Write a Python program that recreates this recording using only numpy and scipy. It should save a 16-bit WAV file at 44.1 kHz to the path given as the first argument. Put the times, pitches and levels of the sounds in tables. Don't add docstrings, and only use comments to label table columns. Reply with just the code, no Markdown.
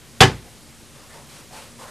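import sys
import numpy as np
from scipy import signal
from scipy.fft import rfft, irfft, next_fast_len
from scipy.io import wavfile

SR = 44100
rng = np.random.default_rng(int(sys.argv[2]) if len(sys.argv) > 2 else 0)


def store_wav(level_fs):
    pcm = np.round(np.clip(np.atleast_2d(level_fs), -1, 1) * 32767)
    wavfile.write(sys.argv[1], SR, pcm.T.astype(np.int16))


def ratio_of_db(decibels):
    return 10 ** (np.asarray(decibels, float) / 20)


N = 83790


def rms_one(x):
    return x / np.sqrt(np.mean(x ** 2) + 1e-20)


def at_hz(points, hz):
    point_hz, value = np.array(points).T
    return np.interp(np.log(hz), np.log(point_hz), value)


def drift(rate_hz):
    r = np.exp(-80 * np.pi * rate_hz / SR)
    noise = rng.standard_normal(N // 40 + 2002)
    slow = signal.lfilter([1], [1, -2 * r, r * r], noise)[2000:]
    return np.interp(np.arange(N) / 40, np.arange(len(slow)), rms_one(slow))


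def ring(x, hz, t60_s):
    r, w = ratio_of_db(-60 / (t60_s * SR)), 2 * np.pi * hz / SR
    return signal.lfilter([0, np.sin(w)], [1, -2 * r * np.cos(w), r * r], x + 1e-18)


def narrow(hz, width_hz):
    return rms_one(ring(rng.standard_normal(N), hz, 2.2 / width_hz))


def high_pass(x, hz):
    return signal.sosfilt(signal.butter(2, hz, "high", fs=SR, output="sos"), x)


def below(x, hz):
    size = next_fast_len(N)
    bin_hz = np.arange(size // 2 + 1) * SR / size
    return irfft(rfft(x, size) * (bin_hz < hz), size)[:, :N]


def bands(spectrum, side_db):
    edges = 20 * 2 ** np.arange(0, 9.9, 1 / 3)
    centres = np.sqrt(edges[1:] * edges[:-1])
    white = rng.standard_normal((2, 2, N + SR // 4))
    out = []
    for k, hz in enumerate(centres):
        band = signal.butter(2, edges[k:k + 2], "band", fs=SR, output="sos")
        mid, side = signal.sosfilt(band, white[k % 2])[:, -N:]
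        side = ratio_of_db(at_hz(side_db, hz)) * side
        out.append(ratio_of_db(at_hz(spectrum, hz)) * (mid + side * [[1], [-1]]))
    return centres, np.array(out) / np.std(sum(out))


def struck_once(modes):
    out = np.zeros(N)
    for hz, db, t60_s, start_s in modes:
        click = np.zeros(N)
        click[int(start_s * SR)] = 1
        out += ratio_of_db(db) * ring(click, hz, t60_s)
    return out


# time in seconds, strength in dB, brightness of the contact in Hz.
CONTACTS = [
    (0.2046, -11.5, 5000),
    (0.2061, -2.5, 6000),
    (.2080, -2, 7000),
    (0.2137, -16, 3900),
    (.2185, -3, 2380),
    (0.2226, -4.5, 2500),
    (.2330, -5, 3000),
    (.2410, -7, 1500),
]
# frequency in Hz, level in dB, t60 in seconds.
PANEL = [(380.4, -4, 0.18), (454.4, -3, 0.18), (874, -13.5, 0.15), (1002, -11, 0.12), (1279, -9, 0.15),
         (1597, -3.5, 0.085), (2038, -6, 0.13), (2450, -4.5, 0.083), (3030, -3, 0.078), (3490, -11, 0.059),
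         (4616, -7, 0.065)]


def panel():
    panel_db, strike_spread_db, rattle_db = -11.5, 4, 3.5
    out, luck = np.zeros(N), rng.standard_normal((len(CONTACTS), len(PANEL)))
    for m, (hz, db, t60_s) in enumerate(PANEL):
        clicks = np.zeros(N)
        for (s, hit_db, bright_hz), chance in zip(CONTACTS, luck[:, m]):
            clicks[int(s * SR)] = ratio_of_db(hit_db + strike_spread_db * chance) / np.hypot(1, hz / bright_hz)
        waver = ratio_of_db(panel_db + db + rattle_db * drift(22.4))
        out += (-1) ** m * waver * ring(clicks, hz, t60_s)
    return out


# frequency in Hz, level in dB, t60 in seconds, start in seconds.
REBOUND = [
    (430, -9.5, 0.061, .2125),
    (749.6, -7, 0.1, .2085),
    (776, -7, 0.14, .2165),
    (1107, -8, 0.092, .2195),
    (1729, -12.5, .13, .2290),
]


def rebound():
    return -struck_once(REBOUND)


# frequency in Hz, level in dB, t60 in seconds, start in seconds.
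BOX = [
    (58.8, -25.5, 0.59, .212),
    (93.9, -13, 0.31, .2095),
    (122.2, -7, 0.27, .2095),
    (148.4, -10.5, .28, .2095),
    (187.6, -18.5, 0.3, .211),
    (239.6, -20, 0.34, .215),
    (294, -21.5, 0.17, .24),
    (112.2, -23, 0.4, .2405),
]


def box():
    return -struck_once(BOX)


def door():
    return high_pass(panel() + rebound() + box(), 42)


# frequency in Hz, level in dB per Hz.
CLAP = [(88, -14), (200, -15.5), (430, -5), (600, -15), (800, -10.5), (1670, -13), (4720, -16),
        (15000, -32)]
# frequency in Hz, t60 in seconds.
CLAP_T60 = [(200, 0.37), (700, 0.23), (2000, 0.23), (5000, 0.19), (12000, 0.15)]
# frequency in Hz, dB under the sum.
CLAP_SIDE_DB = [(150, -27), (600, -24), (1200, -17), (2000, -43), (3300, -48), (4300, -18.5), (5600, -22),
                (7000, -47)]


def clap():
    clap_s, clap_db, rise_s, rise_cycles, uneven_db = .2055, -7.5, 0.00079, 5.6, 1
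    late_db, late_t60_s = -31.5, 0.73
    crack_db, crack_rise_s, crack_t60_s, crack_from_hz = 1, 0.0012, 0.045, 2300
    now, out = np.arange(N) / SR, 0
    t = np.maximum(now - clap_s, 0)
    cracks = []
    for s, hit_db, _ in CONTACTS:
        age = np.maximum(now - s, 0)
        fade = ratio_of_db(crack_db + hit_db - 60 * age / crack_t60_s)
        cracks.append((1 - np.exp(-age / crack_rise_s)) * fade)
    for hz, noise in zip(*bands(CLAP, CLAP_SIDE_DB)):
        rise = 1 - np.exp(-t / (rise_s + rise_cycles / hz))
        early = ratio_of_db(uneven_db * drift(52) - 60 * t / at_hz(CLAP_T60, hz))
        late = ratio_of_db(late_db - 60 * t / late_t60_s)
        crack = sum(c / np.hypot(1, hz / bright_hz) for c, (_, _, bright_hz) in zip(cracks, CONTACTS))
        crack = crack / np.hypot(1, (crack_from_hz / hz) ** 2)
        out = out + noise * (rise * (early + late) + crack)
    return ratio_of_db(clap_db) * out


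# frequency in Hz, level in dB, t60 in seconds.
CATCH = [
    (3397, -5, .035),
    (2700, -3, 0.017),
    (4366, -15.5, 0.043),
]
CATCH_S = [
    .2058,
    .2078,
    .2105,
    .2135,
]


def catch():
    clicks = np.zeros(N)
    clicks[(np.array(CATCH_S) * SR).astype(int)] = ratio_of_db(-2.5 * np.arange(len(CATCH_S)))
    return sum(ratio_of_db(db) * ring(clicks, hz, t60_s) for hz, db, t60_s in CATCH)


# start in seconds, length in seconds, rub in dB, rub in Hz, hiss in dB.
SCUFFS = [(0.096, 0.082, -59, 460, -77), (0.433, 0.022, -52.5, 736, -56), (0.944, 0.098, -54.5, 1110, -54),
          (1.086, 0.053, -53.5, 1810, -52), (1.126, 0.061, -49.5, 930, -54.5), (1.28, 0.04, -77, 1680, -46),
          (1.328, 0.075, -55.5, 566, -52), (1.492, 0.06, -53.5, 730, -63), (1.518, 0.054, -49, 890, -45),
          (1.559, 0.014, -50, 2700, -50.5), (1.61, 0.026, -53, 576, -52), (1.781, 0.051, -44, 1010, -46),
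          (1.812, 0.032, -48.5, 1440, -56), (1.87, 0.074, -50.5, 1780, -53)]
# frequency in Hz, level in dB per Hz.
SCUFF_HISS = [(300, -12), (1000, 2.5), (2000, -1.5), (4000, -3), (9000, -5.5), (13000, -8.5)]
# frequency in Hz, dB under the sum.
SIDE_DB = [(60, -24), (200, -33), (700, -17.5), (1400, -18), (2400, -37), (4500, -15), (6500, -29),
           (13000, -22)]


def scuffs():
    attack_s, release_s, rub_q = 0.018, 0.065, 8
    t, out = np.arange(N) / SR, 0
    hiss = sum(bands(SCUFF_HISS, SIDE_DB)[1]) * ratio_of_db(0.69 * drift(40))
    hollow = ratio_of_db(-6) * narrow(551, 80)
    for s, length_s, rub_db, hz, hiss_db in SCUFFS:
        swell = np.clip((t - s) / attack_s, 0, 1)
        fade = np.exp(-np.maximum(t - s - length_s, 0) / release_s)
        rub = narrow(hz, hz / rub_q) + hollow
        out = out + swell * fade * (ratio_of_db(rub_db) * rub + ratio_of_db(hiss_db) * hiss)
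    return out


# frequency in Hz, level in dB per Hz.
AIR = [(12, -45), (20, -9), (146, -3.5), (197, -10), (314, -9), (556, -15.5), (751, -17.5), (909, -18),
       (13500, -22)]


def air():
    return ratio_of_db(-46) * sum(x * ratio_of_db(0.72 * drift(10.4)) for x in bands(AIR, SIDE_DB)[1])


# frequency in Hz, width in Hz, level in dB.
HUM = [
    (108, 8.8, -75),
    (139.4, 3.5, -62.5),
]


def motor():
    level = ratio_of_db(-55 + 3.5 * drift(4.1))
    pitch_hz = 233.5 + 2.46 * drift(2.9)
    tone = level * np.sin(2 * np.pi * np.cumsum(pitch_hz) / SR)
    return tone + sum(ratio_of_db(db) * narrow(hz, width_hz) for hz, width_hz, db in HUM)


def scene():
    return door() + clap() + catch() + scuffs() + air() + motor()


def band_limit(x):
    return signal.sosfilt(signal.butter(12, 15570, fs=SR, output="sos"), x)


OFFSET = [
    [-.002],
    [.00085],
]


def record(dry):
    cutoff_hz, step_hz, step_db, full_scale = 13600, 10400, -4, 1.0
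    flicker_low_hz, flicker_high_hz = 11300, 12700
    x = high_pass(below(dry, cutoff_hz), 25)
    mid = x.mean(axis=0)
    x = x - mid + np.clip(mid, -full_scale, full_scale)
    low, kept = below(x, step_hz), below(x, cutoff_hz)
    splatter = x - kept
    weak = below(x, flicker_high_hz) - below(x, flicker_low_hz)
    flicker = ratio_of_db(-4 + 2.5 * drift(130))
    top = kept - low + (flicker - 1) * weak + splatter
    mix = np.clip(low + ratio_of_db(step_db) * top + OFFSET, -full_scale, full_scale)
    return band_limit(mix)


dry = scene()
out = record(dry)
store_wav(out)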